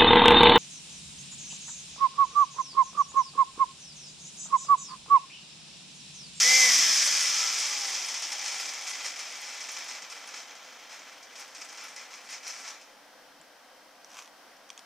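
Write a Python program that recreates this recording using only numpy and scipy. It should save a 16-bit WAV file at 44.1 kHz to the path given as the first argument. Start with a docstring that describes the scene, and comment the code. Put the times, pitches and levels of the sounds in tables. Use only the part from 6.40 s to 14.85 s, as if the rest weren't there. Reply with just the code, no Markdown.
"""Small geared motor toy on a wooden floor; a quiet room hums throughout, with three soft bumps.
First 0.5 s: speed peaks; shaft-locked gear tones ring through the plastic housing, hiss follows speed.
To 4.2 s: the shaft coasts, tones slide down and fade; filtered random contacts make the grind.
To 6.6 s: the grind thins into separate rubs, with gritty catches and thin snaps, then falls silent.
From 7 s: small dry ticks of brief sines and noise, and one creak of coarse slips."""
import sys
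import numpy as np
from scipy import signal
from scipy.fft import rfft, irfft
from scipy.io import wavfile

SR = 44100
rng = np.random.default_rng(int(sys.argv[2]) if len(sys.argv) > 2 else 0)


def ratio(d):
    """dB to gain"""
    e = np.asarray(d, float) / 20
    return 10 ** e


def master(y):
    """Save y as 16-bit WAV."""
    cut = np.clip(np.atleast_2d(y).T, -1, 1)
    pcm = np.round(cut * 32767)  # scale
    wavfile.write(sys.argv[1], SR, pcm.astype(np.int16))


N = 372644


def rms_one(x):
    """Scale to rms 1."""
    return x / np.sqrt(np.mean(x ** 2) + 1e-20)


def in_time(rows):
    """Columns of a time curve, interpolated at every sample."""
    t_s, *columns = np.transpose(rows)
    return [np.interp(np.arange(N) / SR, t_s, column) for column in columns]


def at_hz(points, hz):
    """Spectrum interpolated on a log-frequency axis."""
    point_hz, point_db = np.array(points).T
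    return np.interp(np.log(hz + 1), np.log(point_hz), point_db)


def colour(x, spectrum, peaks=()):
    """Causal minimum-phase filter: spectrum plus resonant peaks, built by cepstral folding."""
    hz = np.fft.rfftfreq(8192, 1 / SR)
    peaks_db = sum(top_db / (1 + (2 * (hz - f_hz) / width_hz) ** 2) for f_hz, width_hz, top_db in peaks)
    cepstrum = irfft(np.log(ratio(at_hz(spectrum, hz) + peaks_db)))
    cepstrum[1:4096] *= 2
    cepstrum[4097:] = 0
    impulse_response = irfft(np.exp(rfft(cepstrum)))
    return signal.oaconvolve(x, impulse_response)[:len(x)]


def drift(rate_hz):
    """Slow random signal of rms 1: noise through a two-pole lowpass."""
    r = np.exp(-2 * np.pi * rate_hz / SR)
    noise = rng.standard_normal(N + SR)
    return rms_one(signal.lfilter([1], [1, -2 * r, r * r], noise)[SR:])


def ring(clicks, hz, t60_s):
    """Resonator: a unit click sets off a decaying sine of initial height 1."""
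    r, w = ratio(-60 / (t60_s * SR)), 2 * np.pi * hz / SR
    return signal.lfilter([0, np.sin(w)], [1, -2 * r * np.cos(w), r * r], clicks + 1e-18)


def dying(starts, t60_s):
    """Envelope that jumps at each start and decays exponentially."""
    return signal.lfilter([1], [1, -ratio(-60 / (t60_s * SR))], starts + 1e-18)


def swells(rows):
    """Summed power of events that rise and fall linearly in dB; rise and fall are s per 10 dB."""
    t = np.arange(N) / SR
    power = 0
    for peak_s, peak_db, rise_s, fall_s in rows:
        away = np.maximum((peak_s - t) / rise_s, (t - peak_s) / fall_s)
        power = power + ratio(2 * np.maximum(peak_db - 10 * away, -150))
    return power


def grit(per_s, spread_db, smooth):
    """Dense uneven contacts of teeth and sliding plastic over a smooth hiss; rms 1."""
    sizes = ratio(spread_db * np.minimum(rng.exponential(1, N), 4)) * rng.choice([-1, 1], N)
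    contacts = rms_one(sizes * (rng.random(N) < per_s / SR))
    return rms_one(contacts + smooth * rng.standard_normal(N))


# left-right likeness of room noise: [f/Hz, likeness 0..1]
AIR_LIKENESS = [(30, .85), (80, .25), (180, 0.85), (550, 0.8), (1650, 0.9), (4970, 0.43), (15000, 0.2)]
# room noise spectrum, relative: [f/Hz, level/dB per Hz]
AIR_SPECTRUM = [(20, -26), (32, -23), (45, -34), (100, -29), (190, -18.5), (285, -8.5), (390, -17),
                (510, -6.5), (585, -8.5), (700, -4.5), (1000, -9.5), (1600, -10.5), (2400, -15),
                (3600, -18), (5700, -15), (7000, -24), (15700, -29.5)]
# appliance tones: [f/Hz, level/dB]
HUM = [(516.8, -71), (1561, -71), (1626, -71), (1922, -72), (2067, -74), (3106, -71)]


def room_air():
    """Steady stereo room noise, partly alike left and right, with faint wavering appliance tones."""
    level_db, left_lean_db = -55, .5
    hz = np.fft.rfftfreq(N, 1 / SR)
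    alike = np.clip(at_hz(AIR_LIKENESS, hz), 0, 1)
    mid, side = rfft(rng.standard_normal((2, N))) * ratio(at_hz(AIR_SPECTRUM, hz))
    both = np.sqrt(1 + alike) * mid + np.sqrt(1 - alike) * side * [[1], [-1]]
    air = rms_one(irfft(both, N)) * ratio([[left_lean_db / 2], [-left_lean_db / 2]])
    t = np.arange(N) / SR
    hum = sum(ratio(db + 1.5 * drift(6)) * np.sin(2 * np.pi * (f_hz * t + .15 * drift(8))) for f_hz, db in HUM)
    return ratio(level_db + .4 * drift(3)) * air + hum


# echo spectrum, relative: [f/Hz, level/dB]
ECHO_COLOUR = [(100, -19), (600, -36), (1700, -30), (2400, -10), (4400, 1), (8000, 3.5), (14000, 6)]


def room(x):
    """Echoes off floor and walls: decaying noise, independent per channel, mostly treble."""
    t60_s, level_db = .3, -9.5
    t = np.arange(round(t60_s * SR)) / SR
    tails = rng.standard_normal((2, len(t))) * ratio(-60 * t / t60_s) * (t > .003)
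    coloured = colour(x, ECHO_COLOUR)
    echoes = [signal.oaconvolve(coloured, tail / np.sqrt(np.sum(tail ** 2)))[:N] for tail in tails]
    return np.array(echoes) * ratio(level_db)


# soft bumps: [t/s, level/dB]
BUMPS = [(.27, -56), (3.62, -69), (6.992, -64)]


def bumps():
    """Dull thuds carried by the floorboards: smoothed pushes into one low resonance."""
    pushes = np.zeros(N)
    for t_s, db in BUMPS:
        pushes[round(t_s * SR)] = ratio(db)
    return ring(signal.lfilter([.02], [1, -.98], pushes), hz=164, t60_s=0.17) * 2


# creak spectrum, relative: [f/Hz, level/dB per Hz]
CREAK_COLOUR = [(300, -30), (760, -12), (1130, -2), (1900, -12), (2500, -4), (4300, -14.5), (6100, -5.5),
                (9000, -19.5), (15700, -32)]
# late creak: [t/s, level/dB, rise/s per 10 dB, fall/s per 10 dB]
CREAK = [(7.795, -43.5, .05, .035)]


def creak():
    """Short swell of coarse slips."""
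    slips = rms_one(colour(grit(per_s=700, spread_db=3, smooth=.6), CREAK_COLOUR))
    return slips * np.sqrt(swells(CREAK))


# dry ticks: [t/s, level/dB, relative level of the other rings/dB, high ring f/Hz]
TICKS = [(7.013, -40, -9, 7500), (7.6455, -30.5, -24, 5800), (7.7034, -40, -14, 5800),
         (7.7164, -35, -12, 5900), (7.7335, -39, -3, 5600), (7.7433, -35, -12, 5900),
         (7.8222, -38, 0, 5600), (7.8575, -36.5, -9, 5700), (7.8754, -43, 3, 5900), (8.329, -42, -10, 5900),
         (8.1683, -43, -11, 5900), (8.2914, -40, -9, 5900), (8.3015, -28.5, -1, 5900),
         (8.3764, -31, -2, 6500), (8.3914, -32, -5, 5300)]
# rings besides the high ring: [f/Hz before detuning, level/dB, swell time/s]
TICK_RINGS = [(8000, -10, .0004), (3300, -1, .0007), (2500, -5, .0009), (1100, -11, .0018)]


def ticks():
    """Small hard ticks: crack and high ring, with rings and a knock that swell at their own rates."""
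    out, size = np.zeros(N), round(0.03 * SR)
    t = np.arange(size) / SR
    band = signal.butter(3, [2200, 8500], "band", fs=SR, output="sos")

    def swell(rise_s):
        return t / rise_s * np.exp(1 - t / rise_s)

    for (t_s, db, rings_db, high_hz), chance in zip(TICKS, rng.standard_normal((len(TICKS), size))):
        crack = rms_one(signal.sosfilt(band, chance)) * (.35 * swell(.0006) + ratio(-17) * swell(.003))
        rings = 0
        for k, (hz, ring_db, rise_s) in enumerate(TICK_RINGS):
            detuned_hz = hz * (1 + .025 * chance[-1 - k])
            rings = rings + ratio(ring_db + rings_db) * np.sin(2 * np.pi * detuned_hz * t) * swell(rise_s)
        high_ring = np.sin(2 * np.pi * high_hz * t) * swell(.00045)
        i = round((t_s + .0006) * SR)
        out[i:i + size] += ratio(db - 6) * (ratio(.4 * rings_db) * crack + rings + high_ring)
    return out


# spin-up until power has died away: [t/s, speed/turns per s]
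SPIN_UP = [(0, 218), (.03, 237), (.065, 250), (.1, 255.5), (.17, 259), (.25, 254), (.32, 243.5),
           (.48, 221.7)]


def shaft():
    """Shaft speed, turns/s: spin-up, then coasting with loss = drag * speed^2 + friction."""
    drag_per_turn, friction_turns_s2 = .002876, 6.3
    t = np.arange(N) / SR
    off_s, off_speed = SPIN_UP[-1]
    balance = np.sqrt(friction_turns_s2 / drag_per_turn)   # speed at which both losses are equal
    slope = np.sqrt(drag_per_turn * friction_turns_s2)
    angle = np.arctan(off_speed / balance) - slope * np.maximum(t - off_s, 0)
    coasting = balance * np.tan(np.maximum(angle, 0))
    return np.where(t < off_s, in_time(SPIN_UP)[0], coasting)


# housing resonances: [f/Hz, width/Hz, level above surroundings/dB]
HOUSING = [(523, 40, 0.5), (830, 50, 4), (1350, 39, 6), (1720, 60, 5), (2018, 58, 7.5), (2326, 160, 4.5),
           (3180, 120, 4), (5200, 200, 0.5), (6110, 67, 3.5)]


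def speed_hiss(spectrum, top_db, power):
    """Smooth hiss through the housing; amplitude follows a power of shaft speed."""
    hiss = rms_one(colour(rng.standard_normal(N), spectrum, HOUSING))
    return ratio(top_db) * (shaft() / shaft().max()) ** power * hiss


# rotor rush spectra, relative: [f/Hz, level/dB per Hz]
WHIRR = [(800, -25), (1100, -6), (1350, -12), (1650, -5), (2000, -14), (2700, -11), (3000, -3), (3350, 0),
         (3800, -5), (4500, -30)]
WHISPER = [(8500, -25), (10000, -5), (12300, 0), (13300, -9), (15700, -16)]


def whirr():
    """Rotor rush, in the housing and very high above it."""
    return speed_hiss(WHIRR, top_db=-32, power=2.0) + speed_hiss(WHISPER, top_db=-44, power=3.3)


# plastic-on-plastic snaps: [t/s, level/dB]
SNAPS = [(1.9294, -31), (2.1455, -35), (2.1994, -35), (2.4937, -34), (2.9118, -38), (3.0135, -42),
         (3.1438, -40), (3.2296, -35), (3.3169, -35), (3.3887, -39), (3.4416, -40), (3.8726, -39),
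         (3.9609, -41), (4.997, -41), (5.1682, -42), (5.2485, -37), (5.3258, -43), (5.439, -41),
         (5.904, -38), (5.9239, -37), (6.0781, -37)]


def snaps():
    """Thin bright snaps: sudden noise puffs, each round its own random pitch, dying fast."""
    t60_s, width_share = .05, .3
    out, size = np.zeros(N), round(.06 * SR)
    fade = ratio(-60 * np.arange(size) / SR / t60_s)
    for t_s, db in SNAPS:
        hz = rng.uniform(7500, 12000)
        edges_hz = [hz * (1 - width_share / 2), hz * (1 + width_share / 2)]
        band = signal.butter(2, edges_hz, "band", fs=SR, output="sos")
        puff = rms_one(signal.sosfilt(band, rng.standard_normal(size)))
        out[round(t_s * SR):][:size] += ratio(db - 10) * puff * fade
    return out


# contact spectra, relative: [f/Hz, level/dB per Hz]
SCRAPE = [(2500, -47.5), (3900, -15.5), (4700, -2), (5400, 4.5), (6200, 1), (7200, -4.5), (9000, -19.5),
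          (12000, -51)]
BUZZ = [(1000, -28), (1600, -7), (2100, 2), (2550, 3.5), (2800, -1.5), (4200, -4), (6000, -30.5)]
RUMBLE = [(90, -51.5), (150, -27), (600, -4.5), (1100, .5), (1400, 3), (1800, 1), (2600, -33)]


def voices(contacts):
    """The same contacts heard as bright scrape, shell buzz and floor rumble."""
    return [rms_one(colour(contacts, spectrum, HOUSING)) for spectrum in (SCRAPE, BUZZ, RUMBLE)]


# finest grains' spectrum, relative: [f/Hz, level/dB per Hz]
SHEEN = [(4000, -42), (6500, 6), (8000, 14), (10000, 5.5), (12000, -3), (15700, -28)]


def sheen(flutter_db):
    """Finest, brightest grains, coming and going on their own."""
    grains = grit(per_s=1500, spread_db=4.0, smooth=0.87) * ratio(flutter_db * drift(10.3))
    return rms_one(colour(grains, SHEEN))


# sudden catches of the spinning part: [t/s, level/dB]
CATCHES = [(1.684, -20), (1.7408, -20.5), (1.8205, -18), (1.9163, -18.5), (1.9792, -29), (2.3359, -23),
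           (2.4093, -28), (2.4676, -20), (2.7584, -24), (2.791, -24.5), (3.204, -26.5), (3.286, -24.5),
           (3.4835, -25), (3.619, -28), (3.6984, -30), (3.855, -36), (3.874, -33), (3.9406, -36),
           (4.074, -36.5), (4.1503, -33), (4.245, -39), (4.325, -39), (4.39, -40), (4.494, -36),
           (4.59, -36), (4.826, -32), (4.955, -33), (5.078, -38), (5.147, -27), (5.2134, -26.5),
           (5.2867, -32.5), (5.3726, -31), (5.4818, -31), (5.5606, -25.5), (5.704, -34), (5.8886, -28.5),
           (6.0302, -33), (6.0655, -30), (6.2351, -34), (6.4127, -36.5)]


def catch_starts():
    """One impulse per catch, as strong as the catch."""
    starts = np.zeros(N)
    t_s, level_db = np.array(CATCHES).T
    starts[[round(s * SR) for s in t_s]] = ratio(level_db)
    return starts


def catches():
    """Each catch: a bright snap and a short gritty burst dying in the housing."""
    attack_s, t60_s = .002, .13
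    scrape, buzz, rumble = voices(grit(per_s=2500, spread_db=2.0, smooth=0.91))
    snap = sheen(flutter_db=1)
    onset = dying(catch_starts(), 7 * attack_s) / (attack_s * SR)
    burst = dying(onset, t60_s) * (scrape + ratio(-7.5) * buzz + ratio(-14.5) * rumble)
    return ratio(-14.5) * burst + ratio(-25) * dying(catch_starts(), .05) * snap


def contact(level_db, mix_db):
    """Power of scrape, buzz, rumble, sheen; softer contacts are duller. mix_db holds at -40 dB scrape."""
    softer_db = np.clip(-40 - level_db, -25, 17)
    slopes = (.36, .62, -.03)   # dB gained on the scrape per dB softer
    others_db = [level_db + db + slope * softer_db for db, slope in zip(mix_db, slopes)]
    return ratio(2 * np.array([level_db] + others_db))


# steady rolling contact: [t/s, scrape level/dB]
ROLLING = [(0, -19.5), (.05, -22.5), (.15, -20), (.42, -23.5), (1.45, -33.5), (2.0, -38), (2.4, -43),
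           (3.15, -44.5), (3.55, -48), (3.67, -55), (4.45, -55.5), (4.7, -56), (4.9, -62), (5.06, -57),
           (5.13, -62), (5.3, -52), (5.6, -56), (5.85, -63), (6.0, -63), (6.33, -55), (6.45, -63),
           (6.62, -75)]
# rubs against the housing: [t/s, scrape level/dB, rise/s per 10 dB, fall/s per 10 dB]
RUBS = [(2.08, -34, .05, .04), (2.2, -39, .1, .2), (2.48, -38, .03, .15), (2.665, -35.5, .015, .04),
        (2.8, -41, .02, .05), (3.34, -41.5, .2, .15), (3.49, -42.5, .03, .12), (3.71, -48, .02, .08),
        (4.0, -46, .25, .07), (4.51, -47.5, .015, .08), (5.005, -44, .055, .04), (5.21, -46.5, .07, .04),
        (5.39, -48, .06, .17), (5.59, -50, .03, .08), (5.74, -46.5, .03, .07), (5.94, -39.5, .045, .032),
        (6.07, -40, .03, .11), (6.29, -43, .12, .033)]


def grind():
    """One contact stream, smooth at speed, fluttering when slow; it stalls slightly before a catch."""
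    t = np.arange(N) / SR
    slowness = np.clip(0.27 + t / 1.9, 0, 1)
    flutter = ratio(slowness * (0.92 * drift(30) + 1.08 * drift(110)))
    contacts = grit(per_s=3000, spread_db=2.5, smooth=0.87) * flutter
    layers = voices(contacts) + [sheen(flutter_db=2.2)]
    rolling = contact(in_time(ROLLING)[0], mix_db=(-3.5, -9.5, -14))
    rubbing = contact(10 * np.log10(swells(RUBS)), mix_db=(-5, -9.5, -12.5))
    # time-reversed decay: builds up to each catch
    sticking = np.clip(dying((catch_starts() > 0)[::-1] * 1.0, 0.074)[::-1], 0, 1)
    moving = np.clip((ROLLING[-1][0] - t) / .05, 0, 1) * (1 - .5 * sticking)
    return moving * np.sum(np.sqrt(rolling + rubbing) * layers, axis=0)


# gear train tones: [multiple of shaft speed]
MULTIPLES = [.856, 1.143, 2, 3, 5, 6, 7, 7.5, 8, 8.5, 9, 10, 11, 14, 24]
# per tone: [coasting level/dB, gain under power/dB, waver/dB]
ORDERS_DB = [(-58.5, 1.5, 2), (-60.5, -6.5, 2.5), (-62.5, 18.5, 1.5), (-53, 3, 3), (-55, -4, 3),
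             (-43.5, -6, 2), (-51, -4, 4), (-43.5, -2, 4.5), (-37.5, 12, 2.5), (-40, -2, 4), (-41, 9, 3.5),
             (-48, -4, 4.5), (-46, -8, 4), (-49, -6, 4.5), (-27.5, -2, 3)]
# force on the gear teeth: [t/s, level/dB]
DRIVE = [(0, -4), (.08, 0), (.25, 0), (.45, -3), (1.0, -10), (1.5, -14), (2.0, -23), (3.0, -34), (4.2, -44)]
# path of the tones to the air: [f/Hz, level/dB]
TONE_PATH = [(90, -3), (220, 0), (700, 0), (1050, -8), (1550, -6), (1800, -1), (2400, -5), (3000, -24),
             (4300, -20), (4800, -5), (5500, 2), (6200, 0)]
# resonances of that path: [f/Hz, width/Hz, level/dB]
TONE_PEAKS = [(272, 40, 8), (440, 50, 4), (810, 120, 12), (1340, 110, 9), (2065, 200, 6), (2320, 120, 5)]


def gear_tones():
    """Wavering sines locked to the shaft; levels shift while powered; backlash blurs higher tones more."""
    power_on_s, power_off_s, slack_turns = 0.03, 0.3, .0035
    t = np.arange(N) / SR
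    powered = np.clip(np.minimum(t - power_on_s, power_off_s - t) / .05 + .5, 0, 1)
    turns = np.cumsum(shaft()) / SR + slack_turns * drift(25)
    tones = 0
    for multiple, (db, power_db, waver_db) in zip(MULTIPLES, ORDERS_DB):
        waver = waver_db * (.5 * drift(12) + .85 * drift(35))
        sine = np.sin(2 * np.pi * (multiple * turns + rng.random()))
        tones = tones + ratio(db + power_db * powered + waver) * sine
    driven = tones * ratio(in_time(DRIVE)[0]) * (t < DRIVE[-1][0])
    return colour(driven, TONE_PATH, TONE_PEAKS)


def scene():
    """Toy and nearby sounds in their room; little of their deep bass reaches the microphone."""
    toy = gear_tones() + grind() + catches() + snaps() + whirr()
    near = ticks() + bumps() + creak()
    sources = toy + near + room(toy + .5 * near)
    bass_cut = signal.butter(4, 138, "high", fs=SR, output="sos")
    return signal.sosfilt(bass_cut, sources) + room_air()


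def roll_off(x):
    """The treble ends steeply here."""
    return signal.sosfilt(signal.butter(12, 15820, fs=SR, output="sos"), x)


# microphone port colour: [f/Hz, left minus right level/dB]
PORTS = [(60, .8), (400, .9), (900, .6), (1400, 0), (2400, .5), (4400, 1.5), (8000, -.8), (15000, -0.5)]


def record(dry):
    """Two microphone ports of slightly different colour, then a steep cut of the top."""
    ports = np.array(PORTS)
    sides = np.array([colour(x, ports * [1, half]) for x, half in zip(dry, (.5, -.5))])
    top_cut = signal.cheby2(20, 50, 15900, fs=SR, output="sos")   # 50 dB down from 15.9 kHz
    mix = signal.sosfilt(top_cut, sides)
    return roll_off(mix)


dry = scene()
out = record(dry)
master(out)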